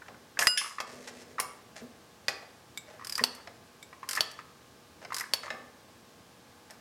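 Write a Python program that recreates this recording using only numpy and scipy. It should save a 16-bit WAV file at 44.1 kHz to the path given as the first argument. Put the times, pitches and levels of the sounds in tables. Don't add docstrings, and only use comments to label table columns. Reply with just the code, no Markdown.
import sys
import numpy as np
from scipy import signal
from scipy.fft import rfft, irfft
from scipy.io import wavfile
from scipy.ndimage import uniform_filter1d, minimum_filter1d

SR = 44100
rng = np.random.default_rng(int(sys.argv[2]) if len(sys.argv) > 2 else 0)


def put_to_file(sound):
    columns = np.atleast_2d(sound).T
    safe = np.clip(columns, -1, 1)
    whole_steps = np.round(safe * 32767)
    wavfile.write(sys.argv[1], SR, whole_steps.astype(np.int16))


N = 300188
T = np.arange(SR // 2) / SR

# (time [s], level [dB], main resonance [Hz], hard crack [dB],
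# ping of the contact [Hz], ping level [dB], send to the room [dB])
ENGINE_CLANKS = [(0.083, -40, 1320, -27, 5800, 3, -12.5), (0.3906, -18, 1870, -2, 5940, -27, -9.5),
                 (0.41, -26.5, 1830, -4, 8600, 0, -18), (0.4171, -26.5, 1650, -5, 5900, -4, -8.5),
                 (0.4704, -9, 1970, -5, 4880, -41, -18), (0.8026, -19, 1192, -12.5, 4560, -14, -11),
                 (1.4, -23.5, 1170, 1, 9550, 1, -11), (2.2829, -19, 2500, -2, 4720, 8, -11),
                 (3.4731, -37.5, 1840, -16, 4660, 16, -11.5), (5.049, -36.5, 1530, -21, 5000, 7, -14),
                 (5.5037, -26.5, 1770, -16, 4500, 14, -7.5)]
CLANK_REF_DB = -20.5
# (frequency [Hz], level [dB])
TICK_SPECTRUM = [(50, -41), (300, -12), (900, -3.5), (1800, 7.5), (2800, 2), (3800, 2), (5000, 11.5),
                 (6300, 5.5), (7800, 6.5), (12500, 1.5), (16000, -16)]
# (frequency [Hz], level [dB])
CRACK_SPECTRUM = [(100, -50), (1500, -34.5), (3000, 4.5), (3900, -3), (4800, 15), (6500, 12.5),
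                  (10000, 4.5), (13000, 3.5), (16000, -52)]


def amp(db):
    return 10 ** (np.asarray(db) / 20)


def evened(x):
    return x / np.sqrt(np.mean(x ** 2) + 1e-20)


def unit_blow(x):
    return x / np.sqrt(np.sum(x ** 2) * 1000 / SR + 1e-20)


def read(points, hz):
    f, value = np.transpose(points)
    return np.interp(np.log(hz + 1), np.log(f), value)


def add(mix, s, sound):
    part = mix[max(round(s * SR), 0):][:len(sound)]
    part += sound[:len(part)]


def coloured(x, colour, size=2048):
    hz = abs(np.fft.fftfreq(size, 1 / SR))
    log_gain = np.log(amp(read(colour, hz)))
    taps = np.fft.ifft(np.exp(np.conj(signal.hilbert(log_gain)))).real
    return signal.fftconvolve(x, taps)[:len(x)]


def chatter(colour, fade_s):
    burst = rng.standard_normal(len(T)) * np.exp(-T / fade_s)
    return unit_blow(coloured(burst, colour))


def ring(modes):
    return sum(amp(db - 60 * T / t60) * np.sin(2 * np.pi * hz * T) for hz, db, t60 in modes)


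def rattled(modes, push):
    rings = [ring([mode]) for mode in modes]
    return sum(np.linalg.norm(r) * unit_blow(signal.fftconvolve(push, r)[:len(T)]) for r in rings)


def swell(length):
    u = 2 * T / length
    return u * np.exp(1 - u)


def pawl(level_db=1, lone_buzz_db=-14, buzz_slope=1.1, jolt_db=-13.5, jolt_delay_s=0.00196):
    # (time [s], teeth passed [count], first gap [s], change of gap per tooth [s],
    # level [dB], growth per tooth [dB], buzz of the handle [dB])
    back_swings = [(3.047, 5, 0.0233, 0.0023, -33, 3, -7), (4.0894, 4, 0.021, -0.0002, -23, -1, -14),
                   (5.1443, 5, 0.0213, -0.0036, -24.5, -1.4, -8)]
    # (time [s], level [dB])
    lone_ticks = [(3.179, -25.5), (3.35, -39), (4.1623, -27), (4.314, -40.5), (5.129, -41), (6.7068, -40)]
    out = np.zeros(N)
    for start, teeth, gap, change, db, growth_db, buzz_db in back_swings:
        for k in range(round(teeth)):
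            s = start + gap * k + change * k * (k - 1) / 2
            force_db = growth_db * k
            add(out, s, amp(db + force_db) * tooth(buzz_db + buzz_slope * force_db))
            add(out, s + jolt_delay_s, amp(db + jolt_db) * jiggle())
    for s, db in lone_ticks:
        add(out, s, amp(db) * tooth(lone_buzz_db))
    return amp(level_db) * out


def tooth(buzz_db, fade_s=0.005, handle_db=-10, buzz_hz=5020, buzz_s=0.0029):
    # (frequency [Hz], level [dB], t60 [s])
    handle_modes = [(5130, -17, 0.049), (4930, 2, 0.026)]
    pitch = buzz_hz * rng.uniform(0.95, 1.02)
    buzz = unit_blow(np.sin(2 * np.pi * pitch * T) * swell(buzz_s))
    handle = buzz + amp(handle_db) * unit_blow(ring(handle_modes))
    return unit_blow(chatter(TICK_SPECTRUM, fade_s) + amp(buzz_db) * handle)


def snaps(fade_s=0.0066, crack_db=-4, strike_db=-5, level_db=2):
    # (time [s], level [dB], noisy share of the strike [dB])
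    lock_ups = [(3.2388, -10.5, -0.5), (4.2074, -11.5, -4.5), (5.3363, -13, -2.5)]
    # (frequency [Hz], level [dB], t60 [s])
    head_modes = [(705, -19, .03), (1300, -18, .02), (3080, -9, .014), (3410, -5, .016), (3900, -7, .01),
                  (4480, 4, .023), (4620, -2, .012), (5400, -9, .01), (6500, -12, .012)]
    # (frequency [Hz], level [dB])
    snap_spectrum = [(40, -52), (150, -6), (450, -19.5), (700, -0.5), (1800, -10.5), (3200, -5.5),
                     (5300, -2.5), (7000, -11), (12000, -11.5), (16000, -26)]
    out = np.zeros(N)
    for s, db, noisy_db in lock_ups:
        strike = chatter(snap_spectrum, .001)
        contact = amp(crack_db) * chatter(snap_spectrum, fade_s) + amp(strike_db) * strike
        snap = unit_blow(unit_blow(ring(head_modes)) + amp(noisy_db) * contact)
        add(out, s, amp(db + level_db) * snap)
    return signal.sosfilt(signal.butter(2, 420, "highpass", fs=SR, output="sos"), out)


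def knocks(unevenness=0.18):
    # (time [s], level [dB], main resonance [Hz])
    socket_knocks = [(0.371, -27.5, 1620), (0.423, -15, 1666), (0.432, -22, 1790), (0.612, -22, 2156),
                     (0.614, -19, 1190), (0.644, -21.5, 1180), (0.66, -21.5, 1190), (0.709, -29.5, 1170),
                     (0.783, -17.5, 1173), (1.382, -21.5, 1253), (1.391, -19, 1050), (3.18, -25, 1190),
                     (3.193, -18.5, 1885), (3.928, -36, 1085), (4.03, -28, 1096), (4.171, -21.5, 1240),
                     (4.174, -17, 1776), (4.389, -30, 1220), (5.104, -31.5, 1230), (5.121, -22, 1100),
                     (5.208, -23.5, 2010), (5.239, -30.5, 1710)]
    # (start time [s], end time [s], usual gap between knocks [s], level [dB])
    grip_shifts = [(0.017, 0.15, 0.042, -39), (2.997, 3.045, 0.013, -39.5), (3.38, 3.41, 0.018, -39.5),
                   (5.436, 5.48, 0.014, -33.5)]
    out = np.zeros(N)
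    for s, db, hz in socket_knocks:
        add(out, s, amp(db) * knock(hz))
    for start, end, gap, db in grip_shifts:
        for s in np.arange(start, end, gap):
            uneven_s = gap * unevenness * rng.uniform(-0.957, 1)
            add(out, s + uneven_s, amp(db) * jiggle())
    return out


def jiggle(centre_hz=1315, pitch_spread=0.21, spread_db=6):
    size, pitch = rng.uniform(-1, 1, 2)
    return amp(spread_db * size) * knock(centre_hz * (1 + pitch_spread * pitch))


def knock(hz, fade_s=0.0079, press_s=0.0038, mode_db=3, sharpness=1.64):
    # (frequency [Hz], level [dB])
    knock_spectrum = [(40, -67), (200, -22), (750, -14.5), (1100, 2.5), (1450, -9), (1850, 2), (2300, -6),
                      (3000, -18), (6000, -22.5), (14000, -51)]
    tone = unit_blow(np.sin(2 * np.pi * hz * T) * swell(press_s) ** sharpness)
    soft_onset = 1 - np.exp(-T / .001)
    rattle = unit_blow(chatter(knock_spectrum, fade_s) * soft_onset)
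    return unit_blow(rattle + amp(mode_db) * tone)


def clanks(fade_s=0.0051, crack_s=0.01, body_s=0.0098, t60=0.041, mode_db=-4, level_db=3):
    # (frequency [Hz], level [dB])
    clank_spectrum = [(60, -46), (400, -34), (800, -9.5), (1200, 3.5), (1500, -3.5), (2200, 1.5),
                      (3200, -8.5), (5000, -6.5), (14000, -42)]
    # (frequency [Hz], level [dB])
    body_spectrum = [(30, -30), (150, -10), (400, -6.5), (750, 13), (1100, -15.5), (3000, -44),
                     (12000, -90)]
    body_db = -11.5
    ring_slope, body_slope = 0.16, 0.46
    direct, sent = np.zeros(N), np.zeros(N)
    for s, db, hz, crack_db, ping_hz, ping_db, room_db in ENGINE_CLANKS:
        force_db = db - CLANK_REF_DB
        ping = unit_blow(ring([(ping_hz, 0, .01)]))
        tone = unit_blow(ring([(hz, 0, t60)]))
        blow = unit_blow(chatter(clank_spectrum, fade_s) + amp(mode_db + ring_slope * force_db) * tone)
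        crack = unit_blow(chatter(CRACK_SPECTRUM, crack_s) + amp(ping_db) * ping)
        body = amp(body_db - body_slope * force_db) * chatter(body_spectrum, body_s)
        clank = blow + amp(crack_db) * crack + body
        add(direct, s, amp(db + level_db) * clank)
        add(sent, s, amp(db + level_db + room_db) * clank)
    return direct, sent


def ringing(drop_s=0.0063, rasp_db=-8, ping_db=-3, tap_db=-6, tap_s=0.005):
    # (time [s], level [dB], time until it drops [s])
    bar_rings = [(0.471, -10, 0.115), (0.576, -26, 0.46)]
    # (time [s], level [dB], decay of the rattle [s])
    socket_jangles = [(0.574, -4, 0.0067), (0.586, -11.5, 0.037)]
    # (time [s], level [dB])
    hinge_taps = [(2.7745, -23), (3.8277, -33.5)]
    # (frequency [Hz], level [dB], t60 [s])
    bar_modes = [(1475, -20.5, .9), (2853, -9, .34), (4990, 0, .27), (7553, -18, .5), (10461, -13, .28),
                 (10485, -21, .2), (13030, -33, .27)]
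    socket_modes = [(1671, 4, .08), (2589, -17, .25), (3200, -7, .08), (3480, -6, .09), (5248, -2, .07),
                    (6094, -13, .1), (6896, -11, .13), (8900, -11, .08), (10440, -9, .15),
                    (10561, -10, .28), (15200, -27, .2)]
    hinge_modes = [(2260, -1, 0.059), (3620, 1.5, 0.025), (3801, -13.5, 0.15), (7320, -9, 0.079),
                   (7970, -14, .13), (13330, -25, 0.05)]
    out = np.zeros(N)
    for s, db, steady_s in bar_rings:
        drop = np.exp(-np.maximum(T - steady_s, 0) / drop_s)
        add(out, s, amp(db) * ring(bar_modes) * drop)
    for s, db, length in socket_jangles:
        rasp = chatter(CRACK_SPECTRUM, length)
        add(out, s, amp(db) * (unit_blow(rattled(socket_modes, rasp)) + amp(rasp_db) * rasp))
    for s, db in hinge_taps:
        tap = amp(tap_db) * chatter(TICK_SPECTRUM, tap_s)
        add(out, s, amp(db + ping_db) * (unit_blow(ring(hinge_modes)) + tap))
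    return out


def bumps(thud_db=-56, thud_s=0.05, thud_ring_db=-6.5, thud_slope=0.25):
    # (time [s], level [dB], length [s],
    # hollow ring of the frame [dB])
    frame_thumps = [(1.811, -48, 0.028, 2), (3.207, -37.5, 0.012, 0), (4.193, -44.5, 0.013, -10),
                    (5.519, -56, 0.062, -2)]
    out = np.zeros(N)
    for s, db, length, ring_db in frame_thumps:
        add(out, s, amp(db) * frame(swell(length), ring_db))
    for s, db, *_ in ENGINE_CLANKS:
        nudge_db = thud_db + thud_slope * (db - CLANK_REF_DB)
        add(out, s, amp(nudge_db) * frame(swell(thud_s), thud_ring_db))
    return out


def scrapes():
    # (time [s], level [dB], length [s], brightness [dB per octave])
    slides = [(0.399, -34, 0.034, 11), (0.579, -36.5, 0.077, 2), (1.072, -37, 0.011, -2.5),
              (1.398, -31, 0.0041, 23), (1.758, -44, 0.024, -3), (2.421, -51, 0.014, -7.5),
              (2.858, -55, 0.076, -6.5), (5.015, -50, 0.018, -6.5), (5.428, -44.5, 0.028, -4.5),
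              (6.692, -49.5, 0.021, -7)]
    out = np.zeros(N)
    for s, db, length, tilt_db in slides:
        add(out, s, amp(db) * friction(tilt_db, len(T)) * swell(length))
    return out


def fumble(rumble_db=-1, ring_db=-2, rustle_db=2, tilt_db=-2):
    # (time [s], low rumble [dB], rustle [dB])
    hand_moves = [(0.87, -63, -51), (0.9, -48.5, -48.5), (0.988, -50, -56.5), (1.09, -63, -51.5),
                  (1.112, -54, -63), (1.232, -57, -52.5), (1.24, -69, -71), (1.306, -53.5, -63),
                  (1.37, -59, -66)]
    out = np.zeros(N)
    s, low_db, high_db = np.transpose(hand_moves)
    lean = np.interp(s[0] + T, s, amp(low_db), right=0)
    slide = np.interp(s[0] + T, s, amp(high_db), right=0)
    rumble = amp(rumble_db) * frame(lean, ring_db)
    rustle = amp(rustle_db) * friction(tilt_db, len(T)) * slide
    add(out, s[0], rumble + rustle)
    return out


def friction(tilt_db, size, grain_db=4, slips_per_s=2500):
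    # (frequency [Hz], level [dB])
    scrape_spectrum = [(200, -36), (650, 7.5), (1100, 0.5), (1900, 10.5), (3000, 3.5), (5500, 8.5),
                       (8000, 4.5), (12000, -5), (16000, -31)]
    slips = rng.standard_normal(size) * (rng.random(size) < slips_per_s / SR)
    slips = slips * amp(grain_db * np.minimum(rng.exponential(1, size), 3))
    tilted = [(hz, level + tilt_db * np.log2(hz)) for hz, level in scrape_spectrum]
    return evened(coloured(slips, tilted))


def frame(pressure, ring_db):
    # (frequency [Hz], level [dB])
    push_spectrum = [(40, -39), (100, -10), (170, -8.5), (280, -6.5), (420, -2.5), (650, -8), (1100, -41),
                     (4000, -37)]
    # (frequency [Hz], level [dB], t60 [s])
    frame_modes = [(248, 2, 0.3), (167, -17, 0.13)]
    push = evened(coloured(rng.standard_normal(len(T)), push_spectrum)) * pressure
    return push + amp(ring_db) * evened(rattled(frame_modes, push)) * push.std()


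def garage(x, near_db=-2, near_s=0.015, rise_s=0.00053):
    # (frequency [Hz], t60 [s])
    room_decay = [(150, 0.46), (600, 0.64), (2000, 0.56), (4500, 0.45), (8000, 0.49), (15000, 0.15)]
    # (frequency [Hz], level [dB])
    room_spectrum = [(100, -8), (450, 7), (800, 5.5), (1200, 3), (1800, 1.5), (3000, 1.5), (6000, -1),
                     (10000, 0), (16000, 6.5)]
    hz, t, noise = signal.stft(rng.standard_normal(SR), SR, nperseg=256)
    decay = amp(-60 * t / read(room_decay, hz)[:, None])
    tail = signal.istft(noise * decay, SR, nperseg=256)[1][:len(T)]
    sparse = rng.random(len(T)) < .1
    near = rng.standard_normal(len(T)) * sparse * np.exp(-T / near_s)
    echo = tail / np.linalg.norm(tail) + amp(near_db) * near / np.linalg.norm(near)
    echo = echo * (1 - np.exp(-T / rise_s))
    return signal.fftconvolve(x, coloured(echo, room_spectrum))[:N]


def background(waver=0.4, air_db=-57):
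    # (frequency [Hz], relative level [dB per Hz])
    air_spectrum = [(15, -46), (25, -33), (76, -1.5), (212, -0.5), (242, 0.5), (270, -1.5), (439, -3.5),
                    (476, -7.5), (560, -4), (818, -7), (1260, -10), (1520, -11), (1940, -13), (5140, -15),
                    (16000, -27.5)]
    # (frequency [Hz], level [dB])
    hum_tones = [(83, -83.5), (120, -79), (479, -70), (839.8, -72.5), (1082, -72.5), (1200, -74.5),
                 (1561, -75), (1680, -76)]
    air_gain = amp(read(air_spectrum, np.fft.rfftfreq(N, 1 / SR)))
    air = evened(irfft(rfft(rng.standard_normal(N)) * air_gain, N))
    t, knots = np.arange(N) / SR, np.linspace(0, N / SR, num=60)
    hum = 0
    for hz, db in hum_tones:
        drift = np.interp(t, knots, np.cumsum(rng.standard_normal(len(knots))))
        hum = hum + amp(db) * evened(np.sin(2 * np.pi * hz * t + waver * drift))
    return amp(air_db) * air + hum


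def scene(pawl_room_db=-11, snap_room_db=-15, knock_room_db=-13, ring_room_db=-16, rub_room_db=-9):
    clank, clank_sent = clanks()
    parts = [
        (pawl(), pawl_room_db),
        (snaps(), snap_room_db),
        (knocks(), knock_room_db),
        (ringing(), ring_room_db),
        (bumps() + scrapes() + fumble(), rub_room_db),
    ]
    direct = clank + sum(x for x, db in parts)
    sent = clank_sent + sum(amp(db) * x for x, db in parts)
    return (direct + garage(sent) + background())[None]


def record(dry, limit_db=-22, recover_db_per_s=8, sense_s=0.012, edge_hz=16300):
    keep = np.exp(-1 / (sense_s * SR))
    power = signal.lfilter([1 - keep], [1, -keep], dry[0] ** 2)
    power_db = 10 * np.log10(power + 1e-12)
    fall = np.arange(N) * recover_db_per_s / SR
    held_db = np.maximum.accumulate(power_db + fall) - fall
    over_db = np.maximum(held_db - limit_db, 0)
    ducked = dry / amp(over_db)
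    headroom = .5 / np.maximum(abs(ducked[0]), .5)
    limited = ducked * uniform_filter1d(minimum_filter1d(headroom, size=31), size=31)
    band = signal.firwin(511, edge_hz, window=("kaiser", 9), fs=SR)
    return signal.oaconvolve(limited, band[None], "same")


dry = scene()
out = record(dry)
put_to_file(out)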